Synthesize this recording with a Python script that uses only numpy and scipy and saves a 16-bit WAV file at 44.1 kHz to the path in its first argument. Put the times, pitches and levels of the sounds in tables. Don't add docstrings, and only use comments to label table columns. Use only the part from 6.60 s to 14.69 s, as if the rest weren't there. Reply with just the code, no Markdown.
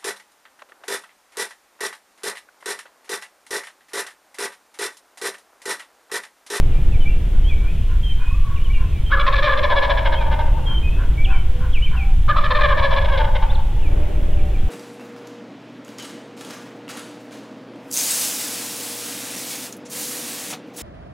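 import sys
import numpy as np
from scipy import signal
from scipy.fft import rfft, irfft, next_fast_len
from scipy.io import wavfile

SR = 44100
rng = np.random.default_rng(int(sys.argv[2]) if len(sys.argv) > 2 else 0)


def materialize(psi):
    bounded = np.clip(np.atleast_2d(psi).T, -1, 1)
    quanta = np.round(bounded * 32767).astype(np.int16)
    wavfile.write(sys.argv[1], SR, quanta)


N = 356769
TIME = np.arange(N) / SR


# start_s, length_s
GOBBLES = [(2.52, 1.47), (5.7, 1.3)]
# near_middle_s, length_s, pitch_hz, level_db, strain_db (rasp relative to the level)
YELPS = [(2.53, 0.055, 582.6, -24, -10.5), (2.58, 0.022, 434, -23, -19), (2.606, 0.033, 589, -24, -4.5),
         (2.678, .034, 530, -18, -10), (2.737, 0.029, 576.5, -21, -9.5), (2.763, .018, 354, -33, 4.5),
         (2.789, 0.03, 569, -23, -7.5), (2.835, 0.027, 302.4, -22.5, -6.5), (2.856, 0.036, 596, -23, -5.5),
         (2.879, .028, 549, -20, -12), (2.906, 0.037, 600, -20, -13.5), (2.933, .031, 551, -22.5, -9.5),
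         (2.984, .037, 583, -24.5, -6), (3.044, 0.038, 574.4, -20.5, -8),
         (3.117, 0.048, 339.6, -19.5, -11.5), (3.177, .046, 561, -20.5, -8),
         (3.241, 0.048, 336.7, -22.5, -7), (3.311, 0.04, 327, -19.5, -9), (3.386, 0.032, 327, -24.5, -6),
         (3.466, .039, 321.8, -23, -7.5), (3.536, .037, 309.6, -23.5, -10), (3.62, .025, 303.2, -24, -16),
         (3.677, 0.037, 294.6, -29.5, -17), (3.731, 0.044, 298, -25.5, -11.5),
         (3.805, 0.044, 299.4, -26, -13.5), (3.876, 0.029, 292, -38, -9.5), (3.987, 0.031, 297.6, -34, -20),
         (5.7, .04, 602.6, -19, -14.5), (5.778, .04, 644.4, -20, -13), (5.818, 0.039, 598, -36, -6),
         (5.853, 0.04, 640, -24.5, -9), (5.916, 0.028, 521.4, -19.5, -10.5),
         (5.964, 0.04, 621.5, -21.5, -9), (5.996, 0.022, 533, -21, -19), (6.017, 0.022, 404.6, -20, -8.5),
         (6.048, .038, 597, -18, -9.5), (6.096, .026, 591.6, -21, -12), (6.12, .035, 591, -17, -15),
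         (6.189, .043, 333.2, -23.5, -9), (6.247, 0.058, 559.3, -20.5, -9.5),
         (6.326, 0.056, 331, -24, -8.5), (6.378, 0.043, 552, -21, -9.5), (6.419, 0.024, 319.3, -29.5, -8),
         (6.453, .024, 317, -30.5, -2), (6.495, 0.035, 319.7, -28.5, -11.5),
         (6.541, 0.064, 548, -24.5, -11), (6.584, .025, 311, -29, -1.5), (6.608, .031, 304.7, -21, -14),
         (6.65, .025, 308, -28, -10.5), (6.685, .026, 302.3, -28.5, -25), (6.761, 0.03, 309.2, -29, -3.5),
         (6.834, 0.03, 289.8, -25.5, -14), (6.922, 0.039, 283, -35.5, -15), (6.995, .04, 276, -35.5, -19)]
# share_of_length, mouth_hz, windpipe_tuning_ratio, pitch_arch_share, chest_db, throat_db, roughness_0_to_1
COURSE = [(0, 1200, 1.0, .33, -13, -15, 0.54), (0.121, 1100, 1.06, 0.2143, -11, -5.5, 0.48),
          (.27, 1140, 1.03, 0.1683, -4.5, 1, .45), (0.379, 988.5, 1.023, 0.1565, -7, -4, 0.6),
          (0.622, 930, .99, .12, -5, -3, .5), (.76, 870, 0.976, 0.0804, -8.5, -8.5, .35),
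          (1, 855, 0.917, 0.061, -2, -10.5, 0.53)]
# centre_hz, width_hz (one pass), level_db
CHEST_MODES = [(559, 79, 0), (839, 43, -3.5)]
THROAT_MODES = [(1654, 133, 0)]
RASP_MODES = [(2206, 290, 8.5), (3065, 260, 5), (3310, 390, 9), (3726, 265, 3.5), (4860, 760, -11)]
# start_s, length_s, first_hz, middle_hz, last_hz, level_db
OPENING_SLURS = [(2.512, 0.044, 1208, 1712, 1360, -19), (2.574, 0.024, 1035, 1313, 1510, -24.5),
                 (2.605, .055, 1520, 1344, 1310, -32), (5.69, 0.0417, 1410, 1724, 1280, -26.5),
                 (5.76, 0.011, 860, 1086, 1320, -21.5)]

# centre_hz, t60_s
ECHO_T60 = [(500, 0.74), (1000, 1.37), (2000, 0.37), (4000, 0.69), (8000, 0.44)]
# centre_hz, level_db
ECHO_DB = [(500, 4), (1000, -4.5), (2000, -6.5), (4000, -13.5), (8000, -3)]
# centre_hz, likeness_0_to_1
ECHO_LIKENESS = [(500, 0.05), (1000, 0.67), (2000, 0.92), (4000, 1)]

# start_s, length_s, first_hz, level_db
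DOWNSLURS = [(0.315, 0.051, 2850, -48.5), (0.888, 0.053, 2650, -41), (1.483, .056, 2760, -57),
             (1.957, 0.03, 3130, -46), (2.141, .046, 2580, -44), (2.31, 0.097, 2670, -54),
             (3.573, 0.076, 2700, -44), (4.725, 0.043, 2450, -40.5), (5.127, 0.061, 3660, -36.5),
             (5.257, 0.029, 2610, -39), (5.358, 0.085, 2930, -40), (7.218, 0.075, 2940, -49),
             (7.527, 0.053, 2800, -59), (7.769, 0.041, 2800, -51), (7.93, 0.041, 2790, -51)]
# start_s, length_s, middle_hz, level_db
UPSLURS = [(0.454, 0.031, 2340, -37), (0.838, 0.067, 3220, -42), (1.047, 0.064, 2430, -47.5),
           (2.097, 0.025, 2305, -41.5), (3.545, 0.0413, 3160, -36.5), (4.67, 0.052, 2560, -41),
           (5.219, 0.04, 3033, -32.5)]
# start_s, length_s, middle_hz, level_db
CHIPS = [(0.402, 0.038, 3020, -43), (2.042, 0.028, 3050, -45), (2.129, 0.046, 2790, -43),
         (4.645, 0.017, 3050, -33)]
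# start_s, length_s, middle_hz, level_db
HELD_WHISTLES = [(.484, 0.055, 2725, -46), (0.958, 0.14, 2307, -51.5), (1.422, 0.11, 3154, -36.5),
                 (1.59, .17, 2504, -45.5), (2.458, 0.047, 3153, -40), (4.051, 0.14, 3169, -33),
                 (4.224, 0.073, 2508, -40), (4.3, 0.1, 2620, -49), (4.571, 0.061, 2297, -37.5),
                 (4.701, 0.12, 3075, -47.5), (4.752, 0.062, 2215, -54)]
# time_s, pitch_hz, level_db
SQUEAK = [(6.885, 3400, -58), (6.905, 3510, -34), (6.935, 4780, -71), (6.95, 4230, -43), (6.962, 3040, -31)]
# start_s, length_s, middle_hz, level_db
HOOTS = [(4.65, 0.13, 780, -47), (4.85, 0.3, 505.5, -54), (5.34, 0.208, 788, -49.5),
         (7.197, 0.722, 596, -52.5), (7.7, .45, 772, -55)]
# start_s, length_s, middle_hz, level_db
YAPS = [(1.672, 0.014, 1015, -49), (1.708, 0.017, 1110, -46), (1.742, 0.015, 1170, -46),
        (1.776, 0.022, 1155, -52), (1.81, 0.043, 1150, -61), (1.84, .045, 1127, -45.5),
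        (1.895, 0.088, 1134, -48), (2.05, .06, 1098, -56), (2.165, 0.11, 1050, -54)]
# middle_s, level_db
CAWS = [(0.771, -51), (1.048, -48), (1.328, -46), (1.629, -42), (1.917, -47), (2.22, -44), (4.11, -39.5),
        (4.418, -38.5), (4.73, -35), (5.04, -39), (5.35, -37)]
# centre_hz, width_hz (one pass), level_db
CROW_THROAT = [(1055, 310, -4.5), (1430, 320, -3.5)]

# frequency_hz, density_db (per Hz)
RUMBLE_SPECTRUM = [(10, 4), (25, -2.5), (40, -6.5), (62, -11), (100, -19.5), (160, -29), (250, -42),
                   (500, -53), (1000, -110)]
# time_s, level_db
RUMBLE_LEVEL = [(0, -4.5), (.8, -7), (1.5, -10), (2.3, -8.5), (3.15, -14), (3.7, -9), (5.0, -8), (6.2, -10),
                (8.0, -8.5)]
# frequency_hz, density_db (per Hz)
AIR_SPECTRUM = [(200, 6.5), (400, -11), (700, -1), (1500, -0.5), (3400, 1), (4000, -7.5), (4800, -11.5),
                (7000, -12), (15000, -16.5)]
# frequency_hz, density_db (per Hz)
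BREEZE_SPECTRUM = [(120, -15), (230, -7.5), (310, -2), (450, -6.5), (700, -10.5), (1200, -21), (2500, -28)]
# time_s, level_db
BREEZE_LEVEL = [(0, -36.5), (.5, -39.5), (1.1, -41), (1.6, -49), (2.3, -43), (3.0, -41), (3.9, -40),
                (4.4, -38), (4.9, -44), (5.5, -45.5), (6.3, -41.5), (7.0, -47.5), (7.35, -32.5),
                (8.09, -39)]
# frequency_hz, likeness_0_to_1
AIR_LIKENESS = [(50, 1.0), (100, .98), (180, 0.98), (320, 0.62), (600, 0.023), (1200, 0.072), (3000, 1),
                (4500, 0.21), (7000, 0.053)]

USUAL_STRAIN_DB = -12
CHEST_PER_STRAIN, THROAT_PER_STRAIN, ROUGH_PER_STRAIN = 0.68, 0.31, 0.3
MOUTH_WIDTH_HZ = 217
MOUTH_LOCK = 0.17
RIVALRY_DB, RIVALRY_HZ = 1.5, 75.6
YELP_FALL, FALL_SCATTER = 0.032, 0.1004
NECK_SLIDE, NECK_SCATTER = 0.0917, 0.0253

LANDING_HZ, SLUR_LEFT = 2262, 0.23
RISE_OCTAVES_PER_S = 3.18
CHIP_FALL_OCTAVES, CHIP_S = 0.233, 0.0253
REST_HZ, RELAX_PER_S = 2845, 2.7


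def turkey(stretch, voice_db):
    out = np.zeros(N)
    for middle_s, length_s, pitch_hz, level_db, strain_db in YELPS:
        start_s, duration_s = min(GOBBLES, key=lambda g: abs(g[0] + g[1] / 2 - middle_s))
        share = (middle_s - start_s) / duration_s
        span_s = length_s * stretch
        sound = slide(yelp(share, span_s, pitch_hz, strain_db, rasp_db=2.5))
        add(out, middle_s - .48 * span_s, from_db(level_db + voice_db) * sound)
    return out


def yelp(share, length_s, pitch_hz, strain_db, rasp_db):
    shares, *columns = np.transpose(COURSE)
    mouth_hz, tuning, arch, chest_db, throat_db, rough = [np.interp(share, shares, c) for c in columns]
    extra_db = strain_db - USUAL_STRAIN_DB
    harmonic_hz = np.round(mouth_hz / pitch_hz) * pitch_hz
    mouth_hz = mouth_hz + MOUTH_LOCK * (harmonic_hz - mouth_hz)
    rough = np.clip(rough * from_db(ROUGH_PER_STRAIN * extra_db), .15, 1)

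    u = np.linspace(0, 1, int(length_s * SR))
    fall = YELP_FALL + FALL_SCATTER * rng.uniform(-0.96, 1)
    contour_hz = pitch_hz * (1 - arch * (2 * u - 1) ** 2 - fall * (u - .5))
    source = syrinx(contour_hz, rough, jitter=.095, flutter_hz=597, hiss=2.2)
    pressure = swell(u, edge=0.33)

    rings = [(0, resonate(source, [(mouth_hz, MOUTH_WIDTH_HZ, 0)])),
             (chest_db + CHEST_PER_STRAIN * extra_db, resonate(source, CHEST_MODES, tuning)),
             (throat_db + THROAT_PER_STRAIN * extra_db, resonate(source, THROAT_MODES, tuning))]
    voice = rms_one(sum(from_db(db + RIVALRY_DB * wander(len(u), RIVALRY_HZ)) * ring for db, ring in rings))
    rasp = from_db(strain_db + rasp_db) * resonate(source, RASP_MODES, tuning)
    return (voice + rasp * pressure) * pressure


def slide(sound):
    u = np.linspace(-.5, .5, len(sound))
    speed = 1 + NECK_SCATTER * rng.uniform(-0.99, 1) - NECK_SLIDE * u
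    return np.interp(np.cumsum(speed), np.arange(len(sound)), sound, right=0)


def syrinx(pitch_hz, rough, jitter, flutter_hz, hiss):
    size = len(pitch_hz)
    uneven_hz = pitch_hz * (1 + jitter * rough * wander(size, flutter_hz))
    phase = 2 * np.pi * np.cumsum(uneven_hz) / SR
    pulses = rms_one(sum(np.cos(k * phase) for k in range(1, int(6000 / pitch_hz.max()))))
    puffs = np.resize(rng.standard_normal(8192), size) * (1 + np.cos(phase))
    return pulses * (1 + 0.2 * rough * wander(size, flutter_hz)) + hiss * rough * puffs


def resonate(x, modes, tuning=1):
    out = 0
    for hz, width_hz, db in modes:
        r = np.exp(-np.pi * width_hz / SR)
        turn = 2 * np.pi * hz * tuning / SR
        section = [(1 - r * r) / 2, 0, (r * r - 1) / 2, 1, -2 * r * np.cos(turn), r * r]
        out = out + from_db(db) * signal.sosfilt([section, section], x)
    return rms_one(out)


def whistles(notes, stretch, waver):
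    out = np.zeros(N)
    for start_s, length_s, first_hz, middle_hz, last_hz, level_db in notes:
        u = np.linspace(0, 1, int(length_s * stretch * SR))
        glide_hz = np.polyval(np.polyfit([0, .5, 1], [first_hz, middle_hz, last_hz], 2), u)
        hz = glide_hz * (1 + waver * wander(len(u), 302))
        tone = np.sqrt(2) * np.sin(2 * np.pi * np.cumsum(hz) / SR)
        add(out, start_s, from_db(level_db) * tone * swell(u, edge=0.19))
    return out


def wood_echo(build_s):
    size = int(1.5 * SR)
    t = TIME[:size]
    scatter = stereo_noise([(100, 0), (10000, 0)], ECHO_LIKENESS, size)
    edges_hz = 350 * 2 ** (np.arange(8) * 2 / 3)
    out = 0
    for low_hz, high_hz in zip(edges_hz, edges_hz[1:]):
        hz = np.sqrt(low_hz * high_hz)
        decay = from_db(-60 * t / at_hz(ECHO_T60, hz)) * (1 - np.exp(-t / build_s))
        decay = decay / np.sqrt(np.sum(decay ** 2))
        bandpass = signal.butter(2, [low_hz, high_hz], "band", fs=SR, output="sos")
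        band = signal.sosfilt(bandpass, scatter)
        out = from_db(at_hz(ECHO_DB, hz)) * band * decay - out
    return out


def in_wood(x, echo):
    return signal.fftconvolve(x[None], echo, axes=1)[:, :N]


def lean(x, low_hz, high_hz, share):
    hz = np.maximum(np.arange(N // 2 + 1) * SR / N, 1)
    weight = 1 / (1 + (low_hz / hz) ** 8) / (1 + (hz / high_hz) ** 8)
    band = irfft(rfft(x.mean(axis=0)) * weight, N)
    return x + share * band * [[1], [-1]]


def songbirds():
    def glide(start_s, length_s, hz, db, octaves):
        return start_s, length_s, hz * 2 ** (-octaves / 2), hz, hz * 2 ** (octaves / 2), db

    notes = []
    for s, length_s, hz, db in DOWNSLURS:
        halfway_hz = LANDING_HZ + SLUR_LEFT * (hz - LANDING_HZ)
        notes.append((s, length_s, hz, halfway_hz, LANDING_HZ, db))
    for s, length_s, hz, db in UPSLURS:
        notes.append(glide(s, length_s, hz, db, RISE_OCTAVES_PER_S * length_s))
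    for s, length_s, hz, db in CHIPS:
        notes.append(glide(s, length_s, hz, db, -CHIP_FALL_OCTAVES * (CHIP_S / length_s) ** 2))
    for s, length_s, hz, db in HELD_WHISTLES:
        notes.append(glide(s, length_s, hz, db, RELAX_PER_S * length_s * np.log2(REST_HZ / hz)))
    return whistles(notes, stretch=1.1, waver=0.0066)


def call(curve):
    s, hz, db = np.transpose(curve)
    tone = np.sqrt(2) * np.sin(2 * np.pi * np.cumsum(np.interp(TIME, s, hz)) / SR)
    envelope = swell((TIME - s[0]) / (s[-1] - s[0]), edge=0.043)
    return tone * from_db(np.interp(TIME, s, db)) * envelope


def arched(notes, sag):
    arcs = [(s, length_s, hz * (1 - sag), hz, hz * (1 - sag), db) for s, length_s, hz, db in notes]
    return whistles(arcs, stretch=1.096, waver=0.016)


def crow(length_s, pitch_hz):
    out, u = np.zeros(N), np.linspace(0, 1, int(length_s * SR))
    contour_hz = pitch_hz * (1 - 0.1647 * (2 * u - 1) ** 2)
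    for middle_s, level_db in CAWS:
        source = syrinx(contour_hz, 0.71, jitter=0.0834, flutter_hz=400, hiss=3.0)
        caw = resonate(source, CROW_THROAT) * swell(u, edge=0.47)
        add(out, middle_s - length_s / 2, from_db(level_db) * caw)
    return out


def chorus(db, pitch_hz, count):
    notes = []
    for when, length, high, slope, bend, loud in rng.random((count, 6)):
        hz = pitch_hz * 1.45 ** (high - .5)
        glide, bow = 1.25 ** (slope - .5), 1.25 ** (bend - .5)
        length_s = 0.0457 + 0.087 * length
        notes.append((when * N / SR, length_s, hz * glide, hz * bow, hz / glide, db - 8 * loud))
    return whistles(notes, stretch=0.85, waver=0.0069)


def background(air_db, rumble_top):
    size = next_fast_len(N)
    rumble = stereo_noise(RUMBLE_SPECTRUM, AIR_LIKENESS, size)[:, :N]
    rumble = rumble * from_db(np.interp(TIME, *np.transpose(RUMBLE_LEVEL)))
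    air = from_db(air_db) * stereo_noise(AIR_SPECTRUM, AIR_LIKENESS, size)[:, :N]
    breeze = stereo_noise(BREEZE_SPECTRUM + [(6000, -90)], AIR_LIKENESS, size)[:, :N]
    breeze = breeze * from_db(np.interp(TIME, *np.transpose(BREEZE_LEVEL)))
    breeze = lean(breeze, 220, 390, share=0.56)
    breeze = lean(breeze, 480, 1500, share=-0.39)
    return rumble_top * np.tanh(rumble / rumble_top) + air + breeze


def stereo_noise(spectrum, likeness, size):
    hz = np.maximum(np.arange(size // 2 + 1) * SR / size, 1)
    mid, side = rfft(rng.standard_normal((2, size)))
    alike = np.clip(at_hz(likeness, hz), 0, .9995)
    both = np.sqrt(1 + alike) * mid + np.sqrt(1 - alike) * side * [[1], [-1]]
    return rms_one(irfft(both * from_db(at_hz(spectrum, hz)), size))


def from_db(db):
    return 10 ** (np.asarray(db) / 20)


def rms_one(x):
    return x / np.sqrt(np.mean(x ** 2) + 1e-20)


def at_hz(points, hz):
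    table_hz, values = np.transpose(points)
    return np.interp(np.log(hz), np.log(table_hz), values)


def add(out, start_s, sound):
    i = int(start_s * SR)
    out[i:i + len(sound)] += sound[:max(N - i, 0)]


def wander(size, rate_hz):
    at = np.arange(size) * rate_hz / SR
    return np.interp(at, np.arange(4096), rng.standard_normal(4096))


def swell(u, edge):
    return np.sin(np.pi / 2 * np.clip(np.minimum(u, 1 - u) / edge, 0, 1)) ** 2


def scene():
    echo = wood_echo(build_s=0.00039)
    gobbles = turkey(stretch=1.3, voice_db=-0.17) + whistles(OPENING_SLURS, stretch=1.097, waver=.022)
    gobbles = signal.sosfilt(signal.butter(6, 5800, fs=SR, output="sos"), gobbles)
    near = lean(gobbles + from_db(0.5) * in_wood(gobbles, echo), 300, 850, share=.48)

    songs = from_db(3.5) * songbirds() + call(SQUEAK)
    low_calls = from_db(6.0) * (arched(HOOTS, sag=0.0383) + arched(YAPS, sag=0.044))
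    low_calls = low_calls + crow(length_s=.135, pitch_hz=337.7)
    farthest = chorus(db=-46.5, pitch_hz=2740, count=60)
    direct = songs + low_calls + .22 * farthest
    birds = direct + from_db(1.5) * in_wood(songs + 0.67 * low_calls + farthest, echo)
    return near + birds + background(air_db=-45.0, rumble_top=.72)


def record(dry):
    dry = signal.sosfilt(signal.butter(1, 8, "high", fs=SR, output="sos"), dry)
    return signal.sosfilt(signal.ellip(10, .1, 80, 15800, fs=SR, output="sos"), dry)


dry = scene()
out = record(dry)
materialize(out)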